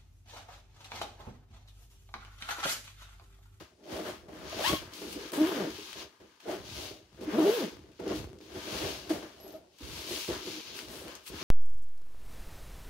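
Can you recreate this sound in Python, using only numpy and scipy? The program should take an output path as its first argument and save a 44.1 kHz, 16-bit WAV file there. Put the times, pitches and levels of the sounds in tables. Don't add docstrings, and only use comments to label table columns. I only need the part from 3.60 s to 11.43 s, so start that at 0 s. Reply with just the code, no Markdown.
import sys
import numpy as np
from scipy import signal
from scipy.fft import rfft, irfft, next_fast_len
from scipy.io import wavfile
from scipy.ndimage import uniform_filter1d

SR = 44100
rng = np.random.default_rng(int(sys.argv[2]) if len(sys.argv) > 2 else 0)


def persist_wave(psi):
    counts = np.round(np.clip(psi, -1, 1) * 32767).astype(np.int16)
    wavfile.write(sys.argv[1], SR, np.atleast_2d(counts).T)


N = 345303


def gain_of(db):
    return 10 ** (np.asarray(db) / 20)


def unit_level(x):
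    return x / np.sqrt(np.mean(x ** 2) + 1e-20)


def curve_at(points, hz):
    point_hz, value = np.transpose(points)
    return np.interp(np.log(hz + 1), np.log(point_hz + 1), value)


def add(mix, start_s, sound):
    part = mix[round(start_s * SR):][:len(sound)]
    part += sound[:len(part)]


def filtered(x, gain):
    size = next_fast_len(N + SR // 4, True)
    return irfft(rfft(x, size) * gain(np.fft.rfftfreq(size, 1 / SR)), size)[..., :N]


def coloured(x, curve):
    return filtered(x, lambda hz: gain_of(curve_at(curve, hz)))


def response(modes, hz):
    return sum((-1) ** k * gain_of(db) * width * hz / (width * hz + 1j * (hz ** 2 - pitch ** 2))
               for k, (pitch, width, db) in enumerate(modes))


def ringing(x, modes, level_db):
    return unit_level(filtered(x, lambda hz: response(modes, hz))) * gain_of(level_db)


def drift(length, span):
    return unit_level(uniform_filter1d(uniform_filter1d(rng.standard_normal(length), span), span))


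# frequency in Hz, relative level in dB.
ROOM_COLOUR = [(18, -47), (30, -7), (81, 5.5), (257, 2), (362, 13), (1030, -23), (2090, -86), (4470, -5),
               (11200, -14.5), (15700, -56)]


def room_noise():
    return gain_of(-75.5) * unit_level(coloured(rng.standard_normal((2, N)), ROOM_COLOUR))


def early_echoes(x, fade_s=0.035):
    echoes = rng.standard_normal(3000) * gain_of(-60 * np.arange(3000) / SR / fade_s)
    return signal.oaconvolve(x, echoes / np.linalg.norm(echoes))[:N]


def room_tail(x, fade_s=0.13):
    t = np.arange(12000) / SR
    echoes = rng.standard_normal((2, len(t))) * gain_of(-60 * t / fade_s) * (t > .004)
    tail = signal.oaconvolve(x, echoes / np.linalg.norm(echoes[0]), axes=1)[:, :N]
    return gain_of(-12) * filtered(tail, lambda hz: hz ** 2 / (hz ** 2 + 500 ** 2))


def slips(per_s, spread_db):
    size = gain_of(spread_db * np.minimum(rng.exponential(1, (2, N)), 4))
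    return unit_level(size * rng.standard_normal((2, N)) * (rng.random((2, N)) < per_s / SR))


def move_levels(rows, steepness, rounding=1.148):
    t = np.arange(0, N / SR + .01, .002)
    full_s, rise, hold, fall, db, second_db, third_db = np.transpose(rows)[:, :, None]
    before = np.maximum(full_s - t, 0) / np.maximum(rise, .01)
    after = np.maximum(t - full_s - hold, 0) / np.maximum(fall, .01)
    drop_db = 20 * (before + after) ** rounding
    levels = []
    for offset_db, steep in zip((0, second_db, third_db), steepness):
        power = (gain_of(db + offset_db - steep * drop_db) ** 2).sum(0)
        levels.append(np.interp(np.arange(N) / SR, t, 10 * np.log10(power + 1e-12)))
    return levels


def swish(x, hz, width_hz):
    turn = np.exp(2j * np.pi * np.cumsum(hz) / SR)
    decay = np.exp(-np.pi * width_hz / SR)
    return 2 * (turn * signal.lfilter([1 - decay], [1, -decay], x / turn)).real


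# time of full speed, then rise, hold and fall, all in seconds,
# hiss level in dB, sheen and seam levels in dB above the hiss.
# A rise or fall covers 20 dB and takes at least 0.01 seconds, whatever the row says.
RUBS = [(0, .1, 0.004, 0.13, -58.5, -8, 2), (.24, 0, .01, .1, -65, -16, -8),
        (0.327, .08, 0.054, 0.14, -51, -5.5, 0), (0.466, .1, 0.027, 0.14, -51, -4.5, 4),
        (0.755, .1, 0.044, 3, -62, -5, 5.5), (0.913, 0.13, 0.097, 0.08, -48.5, -15, -3.5),
        (1.075, 0.1271, 0.015, 0.13, -36, -3.5, -4), (1.2, .1, 0.0075, 0.1, -54, -7, -3),
        (1.341, 0.04, .14, 0.2, -51.5, -5, -11), (1.533, 0.1, .005, .07, -50.5, -1.5, -9),
        (1.605, 0.1, 0.1, -0.2, -52, -10, -3.5), (1.734, 0.01, 0.0089, 0.15, -46, 1.5, 2),
        (1.824, 0.09, 0.17, 0.23, -48.5, -7.5, 4), (2.16, 0.43, 0.15, 0.13, -51, -8.5, -8.5),
        (2.397, 0.12, .016, 0.08, -47.5, -11.5, -5.5), (2.6, .04, .15, 0.3, -74, -14, -12),
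        (2.81, .02, .03, .06, -65, -9, -2), (2.91, .08, 0.0091, .17, -50.5, -5, 2.5),
        (3.06, .03, .04, .1, -54, -11, -9), (3.17, .18, 0.089, .15, -47, -7, -8.5),
        (3.643, 0.12, .01, -0.5, -60, -3, -2), (3.711, 0.09, .03, 0.14, -55.5, -8, 10),
        (3.887, .25, 0.12, 0.1643, -44.5, -7.5, -0.5), (4.22, -2, .1, 1, -75, -12, -0.5),
        (4.394, 0.08, 0.033, .12, -65, -14, -4), (4.5, 0.09, .02, .1, -50, -17, 0.5),
        (4.557, .06, 0.017, 0.12, -49.5, -5, -5.5), (4.83, .04, .02, .15, -64.5, -6, -8),
        (4.982, .15, .005, 0.7, -54, -5.5, 1), (5.151, 0.24, 0.14, 0.23, -43, -7.5, -5.5),
        (5.509, 0.06, .005, 0.19, -47.5, -4, -1.5), (5.627, -0.3, .005, 0.18, -59.5, -11, 5),
        (5.803, 0.7, 0.15, 0.1, -65, -7, -6.5), (6.24, 0.09, 0.08, 0.8, -54, -6, -5.5),
        (6.37, .2, 0.038, 0.1, -48, -5.5, -7.5), (6.519, 0.1661, 0.082, 0.33, -42, -4.5, -10.5),
        (6.726, 0.06, .02, .15, -48.5, -11, 1.5), (6.875, .15, 0.062, 0.3, -45.5, -10, -9.5),
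        (7.076, 0.08, .03, 0.28, -51, -15, -9), (7.16, 0.04, 0.037, 0.16, -49.5, -4, -6.5),
        (7.32, 0.1, 0.067, 0.3, -53, -1, -4), (7.475, -0.12, 0.052, 0.15, -56, -16.5, 2),
        (7.679, .05, 0.0043, 0.05, -51, 2.5, -8), (7.76, 0.12, .03, .1, -51.5, -7, -2.5),
        (7.82, 0.09, .01, .1, -46, -13, -1.5)]
# frequency in Hz, relative level in dB.
HISS_COLOUR = [(1200, -40), (2150, -5.5), (2650, -1), (3050, -0.5), (3600, -4.5), (4500, -1), (6000, -4),
               (7000, -7), (7600, -25), (11000, -20)]
SHEEN_COLOUR = [(3820, -78), (6500, -10.5), (7680, -2), (12600, -2.5), (15000, -9.5), (15700, -2)]
# pitch in Hz, width in Hz, relative level in dB.
SEAM_MODES = [(940, 238, 3), (1099, 140, 3.5), (1206, 54, 4), (1318, 128, 0), (1552, 112, 3),
              (1700, 200, 2), (2090, 680, -7)]


def rubbing(jolts):
    moving_db = move_levels(RUBS, steepness=(1, 1.22, 1.14))
    resting_db = (-81, -90, -88)
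    hiss_db, sheen_db, seam_db = (20 * np.log10(np.hypot(gain_of(moving), gain_of(resting)))
                                  for moving, resting in zip(moving_db, resting_db))
    fibres = slips(per_s=9000, spread_db=0.3)
    cloth = coloured(fibres, HISS_COLOUR)
    swish_hz = 3395 - 30 * (seam_db - hiss_db)
    hiss = unit_level(cloth + 0.92 * swish(cloth, swish_hz, width_hz=890)) * gain_of(hiss_db)
    sheen = unit_level(coloured(slips(per_s=13000, spread_db=0.5), SHEEN_COLOUR)) * gain_of(sheen_db)
    return hiss + sheen, ringing(jolts + 1.17 * fibres, SEAM_MODES, seam_db)


# time of full force, then rise, hold and fall
# in seconds as in RUBS, case level in dB, lid and table levels in dB above the case.
PUSHES = [(0, .1, 0.003, 0.08, -49.5, -6.5, 3), (.33, 0.1, 0.082, .12, -40, -2.5, -15),
          (.48, 0.07, 0.015, 0.07, -40.5, -1, -6.5), (.72, 0.12, 0.25, 0.2, -50, -5.5, 1),
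          (1, 0.0754, 0.034, 0.08, -35.5, -4, -12), (1.11, 0.02, 0.025, 0.0337, -26, -11, -9.5),
          (1.2, 1.12, .005, .18, -51.5, -4, 2), (1.43, 0.13, 0.11, .05, -45.5, -12.5, -13),
          (1.57, .03, 0.0039, 0.22, -41.5, -12, -11.5), (1.73, -0.09, 0.091, .1, -39.5, -5.5, -15),
          (1.89, -0.03, 0.16, 0.0643, -30.5, -14, -32), (2.1, 0, 0.0042, 0.35, -49, -11, -5),
          (2.36, -0.3, 0.064, 0.12, -52, -3.5, -4.5), (2.615, .03, 0, .15, -56, -9, -8),
          (2.89, 0.04, 0.011, 0.12, -36, -2.5, -18), (3.01, 0.08, 0.0046, 0.4, -52.5, -5, 8),
          (3.18, 0.05, .07, 0.2, -48, -2, -2.5), (3.52, 0, .01, 0.5, -69.5, -4.5, 13),
          (3.62, 0.04, 0.16, -0.03, -40, -13.5, -14.5), (3.79, 0.0827, 0.093, 0.084, -25.5, -10.5, -40),
          (4.01, 0.0532, .03, 0.06, -26, -25, -34), (4.12, -0.36, 0.0041, 0.2, -50.5, -14, -1),
          (4.27, .1, .005, 0.2, -59, -12, -1), (4.4, -0.07, 0.079, .1, -41, -11, -13),
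          (4.51, 0.07, 0.0045, 0.14, -34.5, -7.5, -10), (4.575, 0.02, 0.0034, 0.16, -46.5, -13, 9.5),
          (4.73, -0.2, 0.0044, 0.61, -53, -21, -9), (4.97, 0.12, .005, 0.1, -44.5, -5.5, -4),
          (5.15, .16, .01, 0.07, -39.5, -6, -8.5), (5.23, .08, 0.0034, 0.21, -37.5, -3, -4),
          (5.515, .07, 0.0031, 0.205, -38.5, -4, -15), (5.63, 0.5, 0.018, -0.04, -53, -5, -4),
          (5.84, 0.2, 0.063, 0.31, -53.5, -2.5, -7), (6.23, 0.02, 0.044, 0.3, -51, -12, 6.5),
          (6.36, 0, 0.071, 0.7, -54.5, -6, -4), (6.52, .1, 0.0045, .15, -43, -7.5, -10.5),
          (6.69, -0.03, 0.0039, .13, -35.5, -7, -5), (6.87, 0.05, .005, 0.16, -43.5, -17, -10),
          (7, .1, .005, -0.06, -47.5, -9, -8), (7.1, .1, 0.18, 0.5, -53, -9, -8),
          (7.27, 0, .01, 0.2, -52.5, -13, 1), (7.33, .06, .005, 0.2, -49, -5, -8),
          (7.45, 0.1, .03, 0.17, -49, -4.5, -8.5), (7.7, -0.03, 0.046, 0.8, -48, -15, -3),
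          (7.82, 0, .01, .1, -41.5, -8, -13)]
# pitch in Hz, width in Hz, relative level in dB.
CASE_MODES = [(173, 33, -8), (231, 60, -5.5), (312.1, 21.8, 3), (364.8, 20.7, 2), (405.3, 17, 1),
              (493.5, 53, -4.5)]
LID_MODES = [(573, 67, -3.5), (624.6, 44, -2.5), (693, 63, -1), (707.5, 178, -5)]
TABLE_MODES = [(54, 9.5, -4), (68.8, 17.5, -0.5), (92.6, 66, -6.5)]


def pushing(jolts):
    case_db, lid_db, table_db = move_levels(PUSHES, steepness=(1, 1.07, 1))
    zipping = sum((np.arange(N) / SR > rows[0][0] + .02) & (np.arange(N) / SR < rows[-1][0])
                  for rows in ZIP_STROKES)
    case = ringing(jolts, CASE_MODES, case_db - 9 * uniform_filter1d(zipping * 1., 800))
    lid = ringing(jolts, LID_MODES, lid_db)
    table = ringing(slips(per_s=150, spread_db=2.5), TABLE_MODES, table_db)
    return case + lid, table


# time in seconds, cloth jump in dB, case jump in dB.
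CATCHES = [(.289, -2, 1), (.685, 15, 9), (1.335, 3, -8), (1.418, 1, 12.5), (2.601, 8, 12), (2.8, 5, 3),
           (2.852, -4, 4.5), (3.575, -5, 7), (3.608, 12, -1), (4.391, 0, 12), (4.475, 4, -1),
           (4.805, 9, 12), (5.494, 9, 10.5), (6.187, 7.5, 9.5), (6.205, 4, 10), (6.678, 6, 9),
           (7.664, 5, 8)]


def catches():
    around = np.arange(-4000, 4000) / SR
    step = np.sign(around) * np.exp(-abs(around) / 0.017) / 2
    cloth_db, case_db = np.zeros((2, N))
    for time_s, cloth_jump_db, case_jump_db in CATCHES:
        add(cloth_db, time_s + around[0], cloth_jump_db * step)
        add(case_db, time_s + around[0], case_jump_db * step)
    return gain_of(cloth_db), gain_of(case_db)


def handling():
    jolts = slips(per_s=2000, spread_db=2.1) * gain_of(drift(N, span=400))
    cloth, seams = rubbing(jolts)
    case, table = pushing(jolts)
    cloth_jump, case_jump = catches()
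    return cloth * cloth_jump + (seams + case) * case_jump + table


# start in seconds, level in dB, treble in dB above that level, pitch in Hz.
TICKS = [(0.1983, -65, -22, 3200), (0.2887, -54, -12, 1640), (0.6853, -60, -30, 1550),
         (0.8963, -38, -23, 2840), (1.3357, -41, -17, 4470), (1.528, -32.5, -8.5, 2380),
         (1.612, -39, -26, 1560), (1.7194, -34, -3, 1350), (1.8712, -28, -25, 1180),
         (2.1041, -36, -31, 2530), (2.3296, -31, -30, 1485), (2.8035, -44.5, -25, 1626),
         (2.8629, -50, -28, 1770), (3.047, -57, -23.5, 4120), (3.6107, -57, -16, 1210),
         (4.3186, -53, -27, 1550), (4.3944, -58, -21, 1210), (4.479, -39, -22, 3150),
         (4.787, -50.5, -27, 4240), (4.8112, -47, -26, 2580), (4.9387, -48, -9, 2570),
         (5.4974, -36, -11, 3080), (5.801, -52, -21.5, 4950), (5.879, -47, -15, 5840),
         (5.906, -48, -24, 4100), (6.1853, -50, -4, 4640), (6.7366, -33, -33, 1900),
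         (7.19, -30.5, -24.5, 1530), (7.2848, -40, -16, 2900), (7.4816, -36, -33, 1700),
         (7.5523, -35, -26, 5400), (7.6625, -51, -4, 6030)]


def ticks():
    snaps, edges = np.zeros((2, 2, N))
    t = np.arange(1500) / SR
    fade = gain_of(-60 * t / 0.01) + 0.27 * gain_of(-60 * t / 0.12)
    for start_s, db, treble_db, pitch_hz in TICKS:
        for side, puff in enumerate(rng.standard_normal((2, len(t)))):
            ring = unit_level(uniform_filter1d(puff, 8)) * np.sin(2 * np.pi * pitch_hz * t)
            add(snaps[side], start_s, gain_of(db - 2.5) * fade * ring)
            add(edges[side], start_s, gain_of(db + treble_db - 0.5) * fade * puff)
    return filtered(snaps, lambda hz: hz ** 2 / (hz ** 2 + 900 ** 2)) + coloured(edges, SHEEN_COLOUR)


# time in seconds, relative level in dB, pitch in Hz, rise in seconds.
KNOCKS = [(0.469, -25.5, 357, 0.013), (0.846, -39, 384, 0.013), (0.929, -28, 656, 0.003),
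          (1.098, -21.5, 321, 0.0085), (1.119, -30, 305, 0.011), (1.418, -30, 400, 0.0035),
          (1.563, -26.5, 296, 0.0088), (1.613, -35, 413, 0.009), (2.074, -21.5, 320, 0.008),
          (2.185, -36.5, 408, 0.0077), (2.86, -34.5, 450, 0.01), (2.885, -30, 343, 0.012),
          (2.934, -25, 372, 0.0068), (3.312, -33.5, 376, 0.0036), (3.614, -34.5, 379, 0.011),
          (3.681, -21.5, 305, 0.011), (4.192, -40.5, 296, 0.0057), (4.246, -40.5, 355, 0.0056),
          (4.3, -43, 315, 0.0071), (4.4, -38, 328, 0.0056), (4.467, -22.5, 390, 0.015),
          (4.557, -25, 309, 0.0085), (4.674, -35, 360, 0.0038), (4.712, -38, 359, 0.0092),
          (4.728, -39.5, 360, 0.0099), (4.951, -31, 371, 0.012), (5.095, -34, 370, 0.0055),
          (5.239, -30, 398, 0.0086), (5.507, -15, 316, 0.011), (5.633, -30, 364, 0.0066),
          (5.846, -36, 383, 0.0096), (5.948, -33, 631, 0.013), (6.21, -34.5, 287, 0.0052),
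          (6.51, -29.5, 348, 0.01), (6.692, -22, 346, 0.011), (6.826, -37, 351, 0.008),
          (6.874, -28, 361, 0.0074)]


def knocks():
    out = np.zeros(N)
    t = np.arange(6000) / SR
    for time_s, db, hz, rise_s in KNOCKS:
        age = t / rise_s
        swell = age ** 2 * np.exp(2 * (1 - age))
        tail = 0.078 * np.minimum(age, 1) * gain_of(-60 * t / 0.28)
        phase = 2 * np.pi * hz * t
        tone = np.sin(phase) + 0.08 * np.sin(2 * phase)
        add(out, time_s - 0.629 * rise_s, 0.44 * gain_of(db) * (swell + tail) * tone)
    return out


# start in seconds, level in dB, extra dB for the top two pitches.
TAB_STRIKES = [(5.8032, -56, -22), (5.8303, -54, -16), (5.856, -59, -7), (5.8805, -60, 2),
               (5.9189, -58, -2), (5.953, -66, -4)]
# pitch in Hz, relative level in dB, seconds to fade by 60 dB.
TAB_MODES = [(5050, -7, .1), (11480, 2.5, 0.14), (11650, -9, .08), (14950, 6, .16), (15150, -1, .08)]


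def pull_tab():
    out = np.zeros(N)
    t = np.arange(8000) / SR
    attack = np.minimum(t / .002, 1)
    for start_s, strike_db, upper_db in TAB_STRIKES:
        for hz, db, fade_s in TAB_MODES:
            level_db = strike_db - 3 + db + upper_db * (hz > 13000)
            detuned_hz = hz * (1 + 0.0025 * rng.standard_normal())
            tone = np.sin(2 * np.pi * detuned_hz * t)
            add(out, start_s, gain_of(level_db - 60 * t / fade_s) * attack * tone)
    return out


# pitch in Hz, width in Hz, relative level in dB.
SLIDER_MODES = [(3030, 950, 2.5), (4440, 1600, -12.5), (12050, 2800, -7.5)]


def body_gain(hz):
    parts = (CASE_MODES, 1), (LID_MODES, 0.21), (SEAM_MODES, 0.055), (SLIDER_MODES, 0.11)
    power = sum(share * abs(response([mode], hz)) ** 2 for modes, share in parts for mode in modes)
    return np.sqrt(power + .015)


def zip_stroke(rows, slope_db, brighten_db, brightest_db, rasp_db):
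    times, rates, levels = np.transpose(rows)
    t = np.arange(times[0], times[-1], 1 / SR)
    hz, buzz_db = np.interp(t, times, rates), np.interp(t, times, levels)
    octaves = np.log2(hz / hz.max())
    slope_db = np.minimum(slope_db - brighten_db * octaves, brightest_db)
    teeth_passed = np.cumsum(hz) / SR + 0.019 * (hz / 350) ** 0.57 * drift(len(t), span=100)
    pulses = sum(gain_of(slope_db * (k - 1)) * body_gain(k * hz) * np.cos(2 * np.pi * k * teeth_passed)
                 for k in range(1, 7))
    uneven_db = 2.1 * np.sqrt(hz / 350) * drift(len(t), span=200)
    buzz = np.sqrt(2) * gain_of(buzz_db + uneven_db) * pulses / body_gain(hz)
    grit = rng.standard_normal(len(t)) * (0.275 + np.exp(-(teeth_passed % 1) / 0.25))
    rasp = unit_level(grit) * gain_of(rasp_db + 11 * octaves)
    return np.array([buzz, rasp]) * signal.windows.tukey(len(t), .1)


# time in seconds, teeth per second, buzz level in dB.
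ZIP_STROKES = [
    [(.96, 187, -60.5), (1, 431.8, -42), (1.03, 686, -44), (1.056, 939, -38), (1.078, 1070, -33),
     (1.098, 1122, -39), (1.13, 1112, -48), (1.19, 1066, -45)],
    [(1.76, 252, -57.5), (1.783, 273.8, -26), (1.797, 295, -27), (1.806, 310, -22), (1.848, 315, -22.5),
     (1.86, 341.3, -33), (1.882, 391, -34), (1.91, 351.4, -36), (2, 213.6, -39), (2.038, 166, -39),
     (2.06, 152, -43)],
    [(3.72, 179.5, -49.5), (3.745, 213.8, -28.5), (3.774, 252, -35.5), (3.787, 341.3, -22),
     (3.823, 291.8, -28.5), (3.845, 324, -25), (3.862, 407.2, -22), (3.895, 407, -20), (3.91, 452, -29),
     (3.953, 498, -34), (3.98, 439.7, -31.5), (4.01, 306.8, -35.5), (4.04, 216, -36), (4.065, 188, -41)],
]
# step in dB from one overtone to the next at top speed, dB added
# to that step each time the speed halves, upper limit of the step in dB, rasp drive at top speed in dB.
ZIP_GRIPS = [(-1.5, -3, -1.5, -44), (-11, 9, -3.5, -44.5), (-22, 24.5, -5.5, -41.5)]


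def zipper():
    buzz, rasp = np.zeros((2, N))
    for rows, grip in zip(ZIP_STROKES, ZIP_GRIPS):
        start_s = rows[0][0]
        stroke_buzz, stroke_rasp = zip_stroke(rows, *grip)
        add(buzz, start_s, stroke_buzz)
        add(rasp, start_s, stroke_rasp)
    return buzz + filtered(rasp, lambda hz: 2 * response(SLIDER_MODES, hz))


# frequency in Hz, likeness from 0 to 1.
LIKENESS = [(40, 0.91), (130, 0.86), (290, 1), (640, 0.53), (1400, 0.13), (3100, 0.18), (6800, 0.01)]
# frequency in Hz, left minus right in dB.
BALANCE = [(60, -3), (120, -1), (240, 1), (480, -1.5), (950, 4.5), (1890, 4.5), (3770, 4.5), (7520, 6),
           (15000, 1.5)]


def microphone_pair(left, other):
    alike = lambda hz: curve_at(LIKENESS, hz)
    right = filtered(left, alike) + filtered(other, lambda hz: np.sqrt(1 - alike(hz) ** 2))
    lift = lambda hz: np.sqrt(2 / (1 + alike(hz)))
    lean = lambda hz: gain_of(np.outer([.5, -.5], curve_at(BALANCE, hz)))
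    return filtered(np.array([left, right]), lambda hz: lift(hz) * lean(hz))


def scene():
    struck = zipper() + knocks() + pull_tab()
    room = room_noise()
    left, other = np.array([struck, early_echoes(struck)]) + handling() + ticks() + room
    stereo = microphone_pair(left, other)
    return stereo + room_tail(stereo)


def record(dry, bass_cut_hz=45, treble_cut_hz=15760):
    heard = filtered(dry, lambda hz: (1j * hz / (bass_cut_hz + 1j * hz)) ** 2)
    low_pass = signal.firwin(1023, treble_cut_hz, window=("kaiser", 9), fs=SR)
    return signal.oaconvolve(heard, low_pass[None], "same")


dry = scene()
out = record(dry)
persist_wave(out)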